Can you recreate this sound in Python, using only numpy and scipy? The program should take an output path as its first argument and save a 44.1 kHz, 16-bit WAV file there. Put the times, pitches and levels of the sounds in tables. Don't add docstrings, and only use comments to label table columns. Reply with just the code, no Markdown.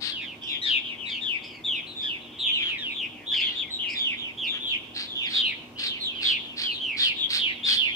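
import sys
import numpy as np
from scipy import signal
from scipy.fft import rfft, irfft, next_fast_len
from scipy.io import wavfile

SR = 44100
rng = np.random.default_rng(int(sys.argv[2]) if len(sys.argv) > 2 else 0)


def transcribe(signal):
    frames = np.atleast_2d(signal).T
    limited = np.clip(frames, -1, 1)
    pcm = np.round(limited * 32767).astype(np.int16)
    wavfile.write(sys.argv[1], SR, pcm)


N = 350595
TIME = np.arange(N) / SR


def undb(db):
    return 10 ** (np.asarray(db) / 20)


def unit(x):
    return x / np.sqrt(np.mean(x ** 2) + 1e-18)


def colour(points, hz):
    where, value = np.transpose(points)
    return np.interp(np.log(np.maximum(hz, 1e-3)), np.log(where), value)


def walk(t, rate):
    knots = rng.standard_normal(int(t[-1] * rate) + 4)
    fine = signal.resample(knots, 8 * len(knots))
    return np.interp(t * rate * 8, np.arange(len(fine)), fine)


def resonate(x, hz, width_hz):
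    b, a = signal.iirpeak(hz, hz / width_hz, fs=SR)
    return signal.lfilter(b, a, signal.lfilter(b, a, x))


def fade(t, attack_s, release_s):
    opening = np.sin(np.pi / 2 * np.clip(t / attack_s, 0, 1))
    closing = np.sin(np.pi / 2 * np.clip((t[-1] - t) / release_s, 0, 1))
    return opening * closing


def add(out, sound, start):
    i = int(start * SR)
    out[:, i:i + sound.shape[1]] += sound[:, :max(N - i, 0)]


# (frequency [Hz], relative spectral level [dB per Hz])
AIR_SPECTRUM = [(25, -26.5), (60, -3.5), (110, -2.5), (180, -2), (310, 3), (480, -4.5), (1000, -7.5),
                (1400, -13.5), (2200, -15), (5500, -23.5), (9000, -31.5), (15500, -32.5)]
# (frequency [Hz], correlation [-1 to 1])
EAR_LIKENESS = [(30, 0.68), (100, 0.77), (330, 0.92), (700, 0.5), (1400, 0), (5000, 0)]


def air(level_db=-49.5):
    hz = np.fft.rfftfreq(N, 1 / SR)
    gain, likeness = undb(colour(AIR_SPECTRUM, hz)), colour(EAR_LIKENESS, hz)

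    def part(sign):
        share = np.sqrt(np.clip(1 + sign * likeness, .01, 2))
        return irfft(rfft(rng.standard_normal(N)) * gain * share, N)

    mid, side = part(1), part(-1)
    swell_db = np.interp(TIME, [0, TIME[-1]], [-.8, .8])
    return unit(np.array([mid + side, mid - side])) * undb(level_db + swell_db)


# (mean frequency [Hz], mean peak level [dB])
MOTOR_TONES = [(106, -61), (120, -71), (163, -65.5), (241, -54), (311, -57.5), (360, -61.5), (621, -69.5),
               (765, -66), (931, -66.5), (1084, -66.5)]


def motor(drift_hz=1.692, drift=0.00595, throb_db=2):
    out = 0
    for hz, db in MOTOR_TONES:
        pitch = hz + (drift_hz + drift * hz * hz / 500) * walk(TIME, 16)
        out = out + undb(db + throb_db * walk(TIME, 9)) * np.sin(2 * np.pi * np.cumsum(pitch) / SR)
    return out


def shore(birds, centre_hz=2900, width_hz=4200, build_s=0.18, t60_s=0.4, level_db=-12.5):
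    t = np.arange(SR) / SR
    decay = undb(-60 * t / t60_s) * (1 - np.exp(-t / build_s))
    heard = []
    tails = []
    for _ in range(2):
        patchy = rng.standard_normal(SR) * decay * undb(2.2 * walk(t, 62.6))
        tails.append(resonate(patchy, centre_hz, width_hz))
    for ear, tail in zip(birds, tails):
        heard.append(signal.fftconvolve(ear, tail)[:N])
    return unit(np.array(heard)) * np.std(birds) * undb(level_db)


def from_sky(call, pan_db, lag_ms, mirror=0.28, detour_ms=7, scatter=0.58):
    size = next_fast_len(len(call) + SR // 20)
    spin = -2j * np.pi * np.arange(size // 2 + 1) * SR / size / 1000
    ears = np.array([[.5], [-.5]])
    bounce = mirror * np.exp(spin * detour_ms * 2 ** rng.uniform(-1, 1))
    paths = (1 + bounce) * np.exp(spin * lag_ms * ears)
    ripples = np.exp(spin * rng.uniform(1, 24, (2, 4, 1))).sum(axis=1) / 2
    spread = np.sqrt(1 + mirror ** 2 + scatter ** 2)
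    return irfft(rfft(call, size) * (paths + scatter * ripples), size) * undb(pan_db * ears) / spread


def trill(t, mean_hz=137.33):
    rate = mean_hz * (1 + 0.0673 * rng.standard_normal() + 0.042 * walk(t, 42.3))
    return 2 * np.pi * (np.cumsum(rate) / SR + rng.random())


def far_birds(count=50, far_db=-53, spread_db=3):
    out = np.zeros((2, N))
    starts = rng.uniform(0, N / SR, count)
    for start, (size, loud, side) in zip(starts, rng.standard_normal((count, 3))):
        pitches = np.array([3650, 3000, 2250]) * (1 + .05 * size)
        levels = far_db + spread_db * loud + np.array([0, 1, -3])
        add(out, from_sky(chirp(0.2, pitches, levels, -47, 0), side, 0.049 * side), start)
    return out


def slur(length, first_hz, last_hz, waver_hz=40, flutter_db=2):
    t = np.arange(int(length * SR)) / SR
    hz = last_hz + (first_hz - last_hz) * (1 - t / t[-1]) ** 2.5 + waver_hz * walk(t, 350)
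    whistle = np.sin(2 * np.pi * np.cumsum(hz) / SR)
    return unit(whistle * fade(t, 0.015, 0.052) * undb(flutter_db * walk(t, 90)))


# (start [s], length [s], first pitch [Hz], level [dB])
SLUR_CALLS = [(1.441, .19, 2825, -55), (1.656, 0.051, 2920, -49), (3.618, .045, 2880, -39.5),
              (3.673, .048, 2550, -48), (3.829, 0.038, 2640, -46), (4.441, 0.044, 5460, -50),
              (5.254, 0.052, 5450, -47)]


def slurs(out, end_share=.74):
    for start, length, first_hz, db in SLUR_CALLS:
        add(out, from_sky(undb(db) * slur(length, first_hz, end_share * first_hz), 0, 0), start)


def mew(length, top_hz, rise=0.2, sink=.2, depth_hz=150, waver_hz=110, dying_db=-20):
    t = np.arange(int(length * SR)) / SR
    u = t / t[-1]
    arch = 1 - rise * np.exp(-t / 0.017) - sink * (t / 0.19) ** 1.1
    hz = top_hz * arch + (1 - u ** 2) * (depth_hz * np.sin(trill(t)) + waver_hz * walk(t, 900))
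    phase = 2 * np.pi * np.cumsum(hz) / SR
    harmonics_db = [6, 3, -13.5, -26.5]
    voice = sum(undb(db) * np.sin((k + 1) * phase) for k, db in enumerate(harmonics_db))
    return unit(voice * fade(t, 0.03, 0.018) * undb(dying_db * u + 3.6 * walk(t, 120)))


# (start [s], end [s], pitch the arch reaches towards [Hz], level [dB], left minus right [dB])
MEW_CALLS = [(0.417, 0.621, 2830, -52, -3), (0.652, 0.709, 2486, -46.5, 10), (1.08, 1.187, 2420, -44, -6.5),
             (1.424, 1.618, 2640, -48, -2), (2.005, 2.1, 2625, -52, 0), (3.334, 3.559, 2497, -40.5, -7),
             (3.88, 4.077, 2652, -41, -1.5)]


def mews(out):
    for start, end, top_hz, db, pan_db in MEW_CALLS:
        add(out, from_sky(undb(db) * mew(end - start, top_hz), pan_db, 0), start)


# (multiple of the throat resonance [ratio], relative level [dB])
THROAT_RESPONSE = [(.12, -39.5), (.27, -12), (.4, -4.5), (.5, -1.5), (.78, 5.5), (1, 10), (1.17, 1.5),
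                   (1.43, -18.5), (1.7, -22), (2.05, -13.5), (2.6, -36.5), (3.2, -30.5), (3.8, -38)]


def rasp(length, throat_hz, db, uneven=.11, swell_db=6, judder=0.1, breath=0.65, brighten=0.85):
    t = np.arange(int(length * SR)) / SR
    turns = np.cumsum(throat_hz / 5 * (1 + uneven * walk(t, 700))) / SR
    claps = unit(np.diff(np.floor(turns), prepend=0))
    puffs = unit((np.exp(-(turns % 1) / 0.25) + 0.1) * rng.standard_normal(len(t)))
    grain = undb(1.8 * walk(t, 300))
    source = (claps + 2 * breath * puffs) * (1 + judder * np.sin(trill(t))) * grain
    ratio = np.fft.rfftfreq(len(t), 1 / SR) / throat_hz
    tilt = brighten * (db + 30.0) * np.clip(ratio - 1.2, 0, 1)
    voice = irfft(rfft(source) * undb(colour(THROAT_RESPONSE, ratio) + tilt), len(t))
    swell = undb(swell_db * np.minimum(2 * t / t[-1], 1))
    return undb(db) * unit(voice * fade(t, 0.03, 0.076) * swell)


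# (start [s], length [s], level [dB], throat resonance [Hz], left minus right [dB])
RASP_CALLS = [(.001, .13, -33, 4175, 10.5), (0.641, 0.1, -36.5, 4160, 0), (2.588, 0.16, -37.5, 3440, -0.5),
              (3.337, 0.31, -43, 3830, 4), (4.518, .085, -39, 3240, -2), (4.938, 0.14, -33.5, 4138, -.5),
              (5.282, 0.15, -31.5, 4134, -1), (5.775, 0.13, -30.5, 4123, 0),
              (6.203, .144, -29.5, 4083, -1.5), (6.558, .133, -31.5, 4215, -2.5),
              (6.962, 0.14, -29.5, 4237, -4), (7.288, 0.13, -26.5, 4190, -2.5),
              (7.641, 0.15, -25, 4240, -1.5)]


def rasps(out, lag_ms=-.16):
    for start, length, db, throat_hz, pan_db in RASP_CALLS:
        add(out, from_sky(rasp(length, throat_hz, db), pan_db, lag_ms), start)


# (frequency [Hz], level [dB])
BEAK_RESPONSE = [(1300, -18.5), (1750, 7), (2200, -2.5), (4300, 3.5), (4950, -4), (5800, -7.5), (6600, -8),
                 (7500, 1.5), (9000, 0.5), (12000, -6.5)]


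def chirp(length, pitches, levels, overtone_db, doubling, waver_hz=45, hoarse=0.033, third_db=-15,
          scoop_hz=450, bend_hz=60, trill_depth_hz=195):
    t = np.arange(int(length * SR)) / SR
    u, beat = t / t[-1], trill(t)
    line = np.polyval(np.polyfit([0, .5, 1], pitches, 2), u)
    glide = line - scoop_hz * np.exp(-t / 0.00728) + bend_hz * np.sin(2 * np.pi * u)
    depth_hz = trill_depth_hz * undb(2.55 * rng.standard_normal()) * (0.78 + .5 * u)
    waver = waver_hz * (walk(t, 599.5) + 0.612 * walk(t, 50))
    phase = 2 * np.pi * np.cumsum(glide + depth_hz * np.sin(beat) + waver) / SR

    def side_tone(k):
        return undb(colour(BEAK_RESPONSE, k * glide)) * np.sin(k * phase)

    overtones = undb(overtone_db) * (side_tone(2) + undb(third_db) * side_tone(3))
    doubled = doubling * np.cos(np.pi / 2 * u) ** 3 * (side_tone(.5) + side_tone(1.5))
    voice = np.sin(phase) + overtones + doubled
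    strength = undb(np.interp(u, [1 / 6, 1 / 2, 5 / 6], levels))
    throb = 1 + .33 * np.sin(beat + 1)
    roughness = 1 + hoarse * walk(t, 1800)
    return np.sqrt(2) * strength * throb * roughness * fade(t, 0.023, 0.024) * voice


def note(length, hz, db, swell_db, doubling, fall_per_s, lowest_hz=2163, arch_db=3):
    place = np.array([-1, 0, 1])
    half_fall_hz = min(hz * fall_per_s * length / 2, hz - lowest_hz)
    levels = db + swell_db * place / 2 - arch_db * place ** 2
    overtone_db = -27.5 - 0.18 * (db + 30)
    return chirp(length, hz - half_fall_hz * place, levels, overtone_db, doubling)


# (start [s], length [s], pitch at the middle [Hz],
# level [dB], swell from head to tail [dB], left minus right [dB], left ear lag [ms])
PIP_CALLS = [(0.465, .13, 3390, -31, 2.5, 9, -.16), (.684, .119, 3583, -32, 11.5, 4.5, -0.032),
             (1.861, .108, 3830, -40.5, -6, 2.5, -.21), (1.951, .112, 3544, -32, 2, 1, -0.12),
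             (2.894, .1, 3556, -38, 3, 0.5, -0.095), (3.26, 0.1, 3444, -27.5, 3, 1.5, 0.33),
             (3.405, .125, 3140, -24.5, -7.5, 1, -0.072), (3.545, .1, 3442, -27.5, 3.5, 3.5, .26),
             (3.7, .088, 3857, -30, -2.5, 0.5, -.12), (3.944, .079, 3550, -27.5, 3, -2.5, -.16),
             (4.465, .125, 3380, -28.5, -4.5, 6, .16), (4.59, 0.13, 3330, -30, 6.5, 1, 0.073),
             (5.067, .1, 3454, -35, 1.5, 3.5, .18), (5.215, .082, 3450, -29, 1, 1, -.18),
             (5.328, .099, 3523, -21, 5, 0.5, -.02), (5.442, .085, 3870, -34.5, -6, 5, -.05),
             (5.75, .119, 2870, -37.5, 3.5, -0.5, 0.077), (5.84, .065, 4000, -33, 2.5, 1, 0),
             (6.331, 0.1, 3375, -36.5, -4.5, 5, -.08), (7.153, .116, 3520, -26.5, 13, 4.5, -0.088),
             (7.627, .125, 3400, -22.5, 2, 3, 0.0071), (7.86, .108, 3270, -33.5, 7.5, 2, .09)]


def pips(out, doubling=0.015, fall_per_s=0.94):
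    for start, length, hz, db, swell_db, pan_db, lag_ms in PIP_CALLS:
        call = note(length, hz, db, swell_db, doubling, fall_per_s)
        add(out, from_sky(call, pan_db, lag_ms), start)


# (start [s], length [s], pitch at the middle [Hz], level [dB],
# swell from head to tail [dB], period doubling [0-1], left minus right [dB], left ear lag [ms])
CHIRP_CALLS = [(0.102, 0.16, 2840, -32.5, -3, .12, -1.5, 0.078),
               (0.207, 0.15, 3060, -37.5, -2.5, 0.14, -2.5, 0.025),
               (0.411, .165, 2733, -35.5, -1, 0.07, -6.5, -0.092),
               (0.612, .183, 3174, -22.5, 4.5, 0.2, 3.5, -0.29),
               (0.836, .121, 2856, -33, -2.5, 0.06, 3, 0.26), (0.975, 0.13, 2764, -34.5, 2, 0, 7.5, 0.27),
               (1.052, 0.15, 3262, -30.5, 3.5, 0.04, 2.5, 0.037),
               (1.206, .18, 2980, -27, 3, 0.06, 6.5, 0.25), (1.638, 0.17, 3040, -25.5, -5, 0, 1.5, -0.024),
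               (1.737, 0.14, 3130, -39, -9, 0, 6, 0.079), (2.027, .158, 2920, -29.5, -7.5, 0.11, 0, .26),
               (2.384, .137, 3274, -25, 2, 0, 1, 0.024), (2.452, 0.19, 2914, -24.5, -5, 0, -0.5, -0.13),
               (2.521, 0.13, 3470, -33.5, 10, 0, 6, 0.12), (2.611, 0.17, 2844, -27, -3, 0.03, -1, 0.099),
               (2.772, .169, 3084, -30.5, 5, 0.15, -1, .09), (2.945, .128, 3028, -29, 4.5, 0, 1.5, 0),
               (3.31, .141, 2927, -24, -6.5, 0.05, 1.5, -0.02),
               (3.784, .193, 2700, -29.5, -9.5, 0.01, 2.5, -.08),
               (3.998, 0.16, 2915, -24.5, -4.5, 0.01, -2, -0.13),
               (4.169, 0.15, 2990, -32.5, -2, 0, -2, -0.17), (4.37, 0.13, 2980, -28, 2.5, 0.01, -2.5, 0),
               (4.661, 0.12, 3320, -28, 6.5, 0, 2.5, -0.12), (4.68, 0.091, 2700, -29, 5, 0.12, -6, 0.15),
               (5.147, 0.15, 2795, -29, -5, .03, -4, -0.17),
               (5.415, .138, 2661, -26, -12.5, .03, -1, 0.063),
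               (5.863, 0.14, 2980, -32, -9, 0.05, -1, -0.17), (5.991, 0.16, 3090, -36, 0, .02, -3.5, -0.18),
               (5.999, 0.12, 3710, -28.5, -0.5, 0.03, .5, 0.16),
               (6.138, .127, 2796, -33, 1.5, 0.1, -3, -0.24), (6.239, 0.15, 3008, -22, -8, 0, -1.5, -0.34),
               (6.416, 0.15, 3094, -41, 0.5, 0.06, 1, -0.19),
               (6.631, 0.11, 2960, -26, -4.5, 0.05, 1, -0.07),
               (6.695, .106, 3780, -33.5, 3.5, .08, 2, -0.19), (6.797, .18, 2735, -28, -4, 0.02, -1.5, 0),
               (6.985, .15, 3077, -21, -4, 0.05, 0.5, .11),
               (7.379, .151, 2900, -23.5, -1.5, 0.03, -3.5, -.27),
               (7.76, .155, 2836, -22.5, -3.5, .03, -5.5, -0.22)]


def chirps(out, fall_per_s=3.0):
    for start, length, hz, db, swell_db, doubling, pan_db, lag_ms in CHIRP_CALLS:
        call = note(length, hz, db, swell_db, doubling, fall_per_s)
        add(out, from_sky(call, pan_db, lag_ms), start)


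def near_birds():
    out = np.zeros((2, N))
    for layer in (slurs, mews, rasps, pips, chirps):
        layer(out)
    return out


def scene():
    birds = near_birds() + far_birds()
    return birds + shore(birds) + motor() + air()


def record(dry, top_hz=15700):
    return signal.sosfiltfilt(signal.ellip(10, .05, 60, top_hz, fs=SR, output="sos"), dry)


dry = scene()
out = record(dry)
transcribe(out)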